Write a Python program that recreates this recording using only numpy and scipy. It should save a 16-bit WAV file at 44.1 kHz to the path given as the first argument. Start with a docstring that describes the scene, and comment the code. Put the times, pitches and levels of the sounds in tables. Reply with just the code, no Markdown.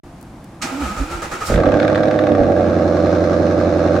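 """Cold start of a V8 coupe outdoors on an icy night, heard from behind its twin tailpipes.
Faint ticks over a low background. At 0.6 s the starter clacks in and grinds through seven compressions.
At 1.5 s the engine catches with deep thumps, then flares with a crackling rasp as firings ring the pipes.
From 2.5 s it settles into a loud, lumpy fast idle. A nearby wall echoes throughout."""
import sys
import numpy as np
from scipy import signal
from scipy.fft import rfft, irfft
from scipy.io import wavfile

SR = 44100
rng = np.random.default_rng(int(sys.argv[2]) if len(sys.argv) > 2 else 0)


def generate_wav(sig):
    """Save sig (samples, or channels by samples) to the path in sys.argv[1] as 16-bit PCM at SR."""
    pcm = np.round(np.clip(np.atleast_2d(sig).T, -1, 1) * 32767).astype(np.int16)
    wavfile.write(sys.argv[1], SR, pcm)


N = 176400
T = np.arange(N) / SR
HZ = np.fft.rfftfreq(N, 1 / SR)

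CATCH_S, SLOT_ZERO_S, SETTLE_FROM_S, SETTLE_TO_S = 1.565, 1.9463, 2.3, 2.5
JITTER_S, PUSH_SCATTER_DB, RASP_SCATTER_DB = .00005, .6, 2
PULSE_TOP_HZ, RING_DB, BOUNCE_S, BOUNCE_GAIN = 841, 0.62, 0.0017, 0.61
BOOM_HZ, BOOM_DECAY_S, BOOM_DB = 48.4, 0.021, -13.5
CLACK_S, CLACK_RISE_S, CLACK_DECAY_S, CLACK_DB = .615, 0.011, 0.026, -17.5
CUTOFF_HZ = 16000

# four-stroke cycle rate: time_s, rate_hz
ENGINE_SPEED = [(1.5, 7.5), (1.62, 11.36), (1.75, 12.34), (1.87, 12.74), (2.0, 12.96), (2.12, 12.88),
                (2.3, 12.47), (2.45, 11.72), (2.6, 11.28), (2.75, 11.11), (2.9, 10.98), (3.1, 11.05),
                (3.35, 11.07), (3.55, 11.1), (3.75, 10.97), (4.0, 11.02)]
# firing order: bank, flare_push_db, idle_push_db, flare_rasp_db, idle_rasp_db,
# flare_late_slots, idle_late_slots
FIRING_ORDER = [(0, -2.5, 4.5, -5, -2, .06, .16), (0, 1.5, 3.7, 2, 3, .11, .17),
                (1, 1.8, -1, -8, -2, .11, .08), (0, 2.6, 2.7, 0, -3, .11, .11),
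                (1, 2.3, 2.1, -3, 0, .09, .17), (1, 4.5, .8, -5, -1, .03, .23),
                (0, 4, 3.5, 1, -1, .09, .18), (1, 2.1, 5.6, -8, -2, .05, .2)]
# resonances, one list per pipe: pitch_hz, width_hz, level_db, polarity
TAILPIPE_MODES = [
    [(87, 41, -20, 1), (155, 34, -20.1, 1), (200, 124, -15, -1), (239, 18, -24.6, 1), (327, 18, -30.1, 1),
     (345, 26, -21.4, 1), (484, 28, -18.5, 1), (561, 27, -17.9, 1), (675, 18, -29, -1),
     (756, 18, -34.7, -1)],
    [(79, 25, -27.7, 1), (154, 18, -23.1, 1), (193, 19, -30, 1), (242, 126, -24.4, -1), (297, 22, -16.7, 1),
     (393, 27, -27.1, -1), (504, 30, -16.9, 1), (570, 55, -17.2, 1), (618, 33, -17.4, -1),
     (710, 130, -25.9, -1)],
]
# gas turbulence: time_s, level_db
PUFF_LEVEL = [(1.55, -24), (1.72, -24), (1.8, -26), (2.25, -26), (2.45, -22), (2.7, -26), (2.9, -28.5),
              (4, -29)]
# turbulent puffs: freq_hz, gain_db
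PUFF_SPECTRUM = [(21, -41), (45, -12.5), (100, -2.5), (170, -2), (240, 6.5), (320, -2), (420, -5.5),
                 (520, -1.5), (620, 0.5), (790, -0.5), (980, -29), (1130, -28.5), (2340, -77.5)]
# exhaust rasp: time_s, level_db
RASP_LEVEL = [(1.56, -22.5), (1.7, -29.5), (1.8, -30.5), (2.1, -30), (2.42, -32.5), (2.6, -33.5),
              (2.9, -34), (4, -32)]
# exhaust rasp: freq_hz, gain_db
RASP_SPECTRUM = [(530, -25), (900, 1), (1000, -16.5), (1130, 2.5), (1450, -4.5), (1610, 1), (1750, -9),
                 (2480, -14), (3180, -22), (3500, -18.5), (4180, -24), (4660, -30), (5770, -29),
                 (7150, -35), (15500, -57.5)]
# metallic engine rattle: time_s, level_db
RATTLE_LEVEL = [(1.5, -38.5), (1.8, -36.5), (2.5, -40.5), (3, -35), (4, -36)]
# metallic engine rattle: freq_hz, gain_db
RATTLE_SPECTRUM = [(500, -15.5), (1200, 14), (1700, 2), (3200, -19.5), (3550, -7.5), (4200, -1),
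                   (4600, -9.5), (5000, -5), (6300, -9), (7300, -19), (15000, -51.5)]

# heavy firings: start_s, level_db
THUMP_HITS = [(1.500, -3.5), (1.520, 0), (1.540, -0.5), (1.559, -3.5), (1.574, -6), (1.603, -6),
              (1.666, -3.5), (1.740, -9), (2.403, -3.5), (2.447, -14)]
# heavy firings: freq_hz, gain_db
THUMP_SPECTRUM = [(20, -14.5), (48, -4.5), (125, 1.5), (200, -6), (550, -9.5), (900, -28.5), (1500, -22.5),
                  (6000, -69.5)]
# exhaust cracks: start_s, level_db
CRACK_HITS = [(1.5417, -16.5), (1.559, -14.5), (1.6635, -23), (1.778, -28), (1.7995, -10.5),
              (1.8285, -14.5), (1.8477, -18), (1.879, -13.5), (1.947, -15.5), (1.9555, -12), (2.0324, -19),
              (2.081, -19), (2.1104, -15.5), (2.1895, -16.5), (2.2377, -21.5), (2.2691, -24),
              (2.3175, -21.5)]
# exhaust cracks: freq_hz, gain_db
CRACK_SPECTRUM = [(600, -43.5), (1500, 14.5), (3100, -4.5), (3550, 3), (4400, -7.5), (6000, -20),
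                  (15000, -42.5)]

# compressions loading the starter: start_s, length_s, grind_db, chuff_db
COMPRESSIONS = [(0.801, 0.17, -32, -30), (0.964, .10, -31, -23), (1.1, 0.09, -31, -28),
                (1.218, .065, -26.5, -33), (1.312, 0.07, -26, -45), (1.406, 0.06, -28, -40),
                (1.47, .12, -29, -21)]
# starter drive: time_s, gear_db, whine_hz, whine_db
STARTER_RUN = [(.61, -72, 1250, -29), (.63, -23.5, 1260, -33), (.78, -29, 1350, -33.5),
               (.9, -28.5, 1270, -29), (1.0, -30.5, 1330, -39), (1.15, -30.5, 1340, -29),
               (1.29, -30.5, 1320, -57), (1.34, -31, 1330, -29.5), (1.385, -30, 1300, -73),
               (1.425, -29.5, 1260, -21.5), (1.47, -29.5, 1250, -49), (1.54, -26.5, 1250, -42),
               (1.66, -53, 1250, -90)]
# hollow cranking hoot: time_s, pitch_hz, level_db
HOOT_TRACK = [(.62, 261, -73), (.65, 264, -22.5), (.69, 251, -69), (.725, 253.4, -25), (.79, 298.7, -26),
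              (.835, 278, -22.5), (.87, 191.6, -35), (.92, 204.6, -29.5), (.97, 259, -48),
              (1.015, 276.5, -21), (1.065, 309.2, -40), (1.14, 350.7, -36.5), (1.19, 333.4, -32),
              (1.27, 350, -55), (1.35, 367, -32), (1.45, 373, -74)]
# hiss of the starter spinning free: time_s, level_db
SPIN_LEVEL = [(1.42, -57), (1.47, -28.5), (1.52, -44.5), (1.6, -64)]
# starter gears: freq_hz, gain_db
GEAR_SPECTRUM = [(210, -26.5), (350, 3.5), (410, -29), (458, -0.5), (738, -5), (811, 1.5), (1080, -8.5),
                 (1310, -1.5), (1790, -11), (2500, -8), (3220, -15), (6900, -18), (7450, -15.5),
                 (8000, -20), (15500, -33.5)]
# pinion impact: freq_hz, gain_db
CLACK_SPECTRUM = [(120, -49), (200, 7), (304, -21), (365, -43), (497, -31), (827, -8.5), (2560, -4),
                  (3070, -10), (7480, -8.5), (15500, -35)]
# loaded gears, free spin, pipe chuff: freq_hz, gain_db
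GRIND_SPECTRUM = [(150, 3.5), (480, 4), (850, -1), (1050, -2), (1240, 13), (1400, 5), (1900, 1.0),
                  (2500, -14), (3300, -18), (7000, -10.5), (15000, -30)]
SPIN_SPECTRUM = [(1000, -34), (4400, 3), (8000, 1), (15000, -11)]
CHUFF_SPECTRUM = [(20, -27), (40, 8.5), (72, 11), (110, -15), (200, -9.5), (600, -61)]

# faint ticks: start_s, level_db
TICK_HITS = [(0.2121, -37), (0.2274, -36), (0.443, -38)]
# faint ticks: freq_hz, gain_db
TICK_SPECTRUM = [(1500, -34), (4000, -5), (7000, -1), (12000, -1), (16000, -4)]
# night background: freq_hz, gain_db
NIGHT_SPECTRUM = [(15, -61), (25, -4.5), (79, -6), (110, -3), (349, -7.5), (389, -19.5), (703, -14),
                  (3090, -35), (10100, -41.5), (15500, -54)]
# echo decay: freq_hz, t60_s
YARD_DECAY = [(60, 0.033), (500, 0.26), (2000, 0.36), (12000, 0.043)]
# left-right likeness of noise: freq_hz, correlation
COHERENCE = [(60, 1), (150, 1), (380, 0.98), (950, 0.78), (2380, 0.47), (5980, 0.42), (15000, 0.032)]
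# stereo balance of the car: freq_hz, left_minus_right_db
BALANCE = [(60, -3.5), (130, -1.5), (290, -3.5), (640, -4.5), (1410, -1), (3100, -1.5), (6820, -3),
           (15000, -1)]


def exhaust():
    """Each firing rings its pipe with a puff and a rasp of gas; metal rattles along."""
    idle = np.clip((T - SETTLE_FROM_S) / (SETTLE_TO_S - SETTLE_FROM_S), 0, 1)
    fire_s, bank, push, rasp_gain = firings(idle)
    a, b = [pipe(impulses(fire_s, push * (bank == side)), modes) * (T > CATCH_S)
            for side, modes in enumerate(TAILPIPE_MODES)]
    spread = 0.1 * np.array([[1], [-1]]) * (a - b)
    ring = amp(RING_DB) * (a + b + spread)
    turbulence = unit(noise() * decay(impulses(fire_s, push), tau_s=0.006))
    puffs = colour(turbulence, PUFF_SPECTRUM) * level(PUFF_LEVEL)
    fronts = impulses(fire_s, rasp_gain)
    flare_gate = unit(bounce(decay(fronts, tau_s=0.0019)))
    idle_gate = unit(decay(fronts, tau_s=0.0083))
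    gate = (1 - idle) * flare_gate + idle * idle_gate
    rasp = colour(noise() * gate * level(RASP_LEVEL) * amp(-1.5), RASP_SPECTRUM)
    rattle = colour(noise() * level(RATTLE_LEVEL) * .5 * (1 + gate), RATTLE_SPECTRUM)
    return yard(ring, wet_db=-22) + yard(puffs + rasp + rattle, wet_db=-11)


def firings(idle):
    """Eight uneven firings per cycle, blending from flare (idle = 0) to idle (1)."""
    cycles = np.cumsum(curve(ENGINE_SPEED)) / SR
    slots = (cycles - np.interp(SLOT_ZERO_S, T, cycles)) * len(FIRING_ORDER)
    slot = np.arange(np.ceil(np.interp(CATCH_S, T, slots)), slots[-1] - 1).astype(int)
    cylinders = np.array(FIRING_ORDER)[slot % len(FIRING_ORDER)].T
    bank, flare_columns, idle_columns = cylinders[0], cylinders[1::2], cylinders[2::2]
    blend = np.interp(slot, slots, idle)
    push_db, rasp_db, late_slots = flare_columns + blend * (idle_columns - flare_columns)
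    scatter = rng.standard_normal((len(slot), 3)).T
    fire_s = np.interp(slot + late_slots, slots, T) + JITTER_S * scatter[0]
    push = amp(push_db + PUSH_SCATTER_DB * scatter[1])
    rasp_gain = amp(rasp_db + RASP_SCATTER_DB * scatter[2])
    return fire_s, bank, push, rasp_gain


def pipe(pulses, modes):
    """Gas pulses ring one pipe; the smooth pulses carry little treble."""
    age_s = T[:SR // 4]
    ring = sum(sign * amp(db) * np.exp(-np.pi * width_hz * age_s) * np.cos(2 * np.pi * hz * age_s)
               for hz, width_hz, db, sign in modes)
    return irfft(rfft(pulses) * rfft(ring, N) / (1 + (HZ / PULSE_TOP_HZ) ** 20), N)


def bounce(x):
    """A sharp front runs back and forth in the tailpipe."""
    return sum(BOUNCE_GAIN ** k * np.interp(T - k * BOUNCE_S, T, x) for k in range(4))


def thumps():
    """Heavy firings boom in the cold pipes."""
    blows = hits(THUMP_HITS)
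    age_s = T[:SR // 4]
    mode = -np.sin(2 * np.pi * BOOM_HZ * age_s) * np.exp(-age_s / BOOM_DECAY_S) * amp(BOOM_DB)
    boom = signal.oaconvolve(blows, mode)[:N]
    front = -amp(-43.5) * decay(blows, tau_s=0.00047)
    gust = amp(-10.5) * noise() * decay(blows, tau_s=0.012)
    ring = amp(1.0) * pipe(blows * (T < CATCH_S), TAILPIPE_MODES[0])
    return boom + colour(front + gust, THUMP_SPECTRUM) + ring


def cracks():
    """Unburnt fuel cracks during the flare."""
    bursts = noise() * 1.58 * bounce(decay(hits(CRACK_HITS), tau_s=0.00098))
    return yard(colour(bursts, CRACK_SPECTRUM) * amp(-5), wet_db=-12.5)


def starter():
    """The pinion clacks in; gears grind and whine, harder at each compression, while the pipes chuff."""
    load, airflow = 0, 0
    for start_s, length_s, grind_db, chuff_db in COMPRESSIONS:
        arch = np.sin(np.pi * np.clip((T - start_s) / length_s, 0, 1) ** 0.46)
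        load += arch * amp(grind_db)
        airflow += arch * amp(chuff_db)
    teeth = unit(amp(0.54 * drift(hz=217.3)))
    strain = 0.61 + .5 * load / load.max()
    gears = colour(noise() * teeth * strain * level(STARTER_RUN), GEAR_SPECTRUM)
    grind = colour(noise() * teeth * load, GRIND_SPECTRUM)
    whine = tone(curve(STARTER_RUN, column=2), wobble=0.025, wobble_hz=130)
    whine *= strain * level(STARTER_RUN, column=3) * (1 + 0.28 * drift(hz=90))
    hoot = tone(curve(HOOT_TRACK), wobble=0.03, wobble_hz=70) * level(HOOT_TRACK, column=2)
    age_s = np.maximum(T - CLACK_S, 0)
    impact = np.minimum(age_s / CLACK_RISE_S, 1) * np.exp(-age_s / CLACK_DECAY_S)
    clack = colour(noise() * teeth * impact, CLACK_SPECTRUM) * amp(CLACK_DB)
    spin = colour(noise() * level(SPIN_LEVEL), SPIN_SPECTRUM)
    chuff = colour(noise() * airflow, CHUFF_SPECTRUM)
    return yard(gears + grind + whine + clack + spin, wet_db=-11.5) + hoot + chuff


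def yard(x, wet_db):
    """Adds scattered wall and ground echoes."""
    taps = rng.choice([-1., 1.], (2, SR // 2)) * (rng.random((2, SR // 2)) < 2000 / SR)  # 2000 echoes/s
    hz, delay_s, spectra = signal.stft(taps, SR, nperseg=256)
    fade = amp(-60 * delay_s / at_hz(YARD_DECAY, hz)[:, None]) * (delay_s > .004)
    tail = signal.istft(spectra * fade, SR, nperseg=256)[1]
    tail /= np.linalg.norm(tail[0])
    return x + amp(wet_db) * signal.fftconvolve(np.atleast_2d(x), tail, axes=1)[:, :N]


def night():
    """Low background with three faint ticks."""
    ticks = colour(noise() * decay(hits(TICK_HITS), tau_s=0.003), TICK_SPECTRUM) * amp(-4.5)
    fade_in = np.clip((T - .033) / 0.003, 0, 1)
    return colour(noise(), NIGHT_SPECTRUM) * amp(-37.5) * fade_in + ticks


def amp(db):
    return 10 ** (np.asarray(db) / 20)


def unit(x):
    return x / np.sqrt(np.mean(x ** 2) + 1e-20)


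def at_hz(points, hz):
    freq_hz, values = np.transpose(points)
    return np.interp(np.log(hz + 1), np.log(freq_hz + 1), values)


def curve(rows, column=1):
    rows = np.array(rows)
    return np.interp(T, rows[:, 0], rows[:, column])


def level(rows, column=1):
    """Gain from a dB column; silent before the first row, dying after the last."""
    release = np.exp(-np.maximum(T - rows[-1][0], 0) / .05)
    return amp(curve(rows, column)) * (T >= rows[0][0]) * release


def colour(x, spectrum):
    """Minimum-phase filter of unit energy."""
    log_gain = np.log(amp(np.maximum(at_hz(spectrum, HZ), -100)))
    mirrored = np.r_[log_gain, log_gain[-2:0:-1]]
    response = np.exp(np.conj(signal.hilbert(mirrored)))[:len(HZ)]
    response /= np.sqrt(np.mean(abs(response) ** 2))
    taps = irfft(response, N)[:SR // 8]
    return signal.oaconvolve(x, taps[None], axes=1)[:, :N]


def noise():
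    """Stereo white noise, less alike in the treble."""
    left, other = rfft(rng.standard_normal((2, N)))
    alike = at_hz(COHERENCE, HZ)
    return irfft(np.array([left, alike * left + np.sqrt(1 - alike ** 2) * other]), N)


def drift(hz):
    return unit(irfft(rfft(rng.standard_normal(N)) * np.exp(-(HZ / hz) ** 2), N))


def tone(pitch_hz, wobble, wobble_hz):
    cycles = np.cumsum(pitch_hz * (1 + wobble * drift(wobble_hz))) / SR
    return np.sqrt(2) * np.sin(2 * np.pi * cycles)


def impulses(times_s, sizes):
    return np.bincount(np.clip(np.round(times_s * SR).astype(int), 0, N - 1), sizes, N)


def hits(rows):
    start_s, level_db = np.transpose(rows)
    return impulses(start_s, amp(level_db))


def decay(x, tau_s):
    return signal.lfilter([1], [1, -np.exp(-1 / (SR * tau_s))], x)


def scene():
    """The car, slightly to the right, over the night background."""
    car = exhaust() + thumps() + cracks() + starter()
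    balance = amp(np.array([[.5], [-.5]]) * at_hz(BALANCE, HZ))
    return irfft(rfft(car) * balance, N) + night()


def record(dry):
    """Full-scale clip, then low-pass."""
    lowpass = signal.firwin(511, CUTOFF_HZ, window=("kaiser", 9), fs=SR)
    return signal.oaconvolve(np.clip(dry, -1, 1), lowpass[None], "same")


dry = scene()
out = record(dry)
generate_wav(out)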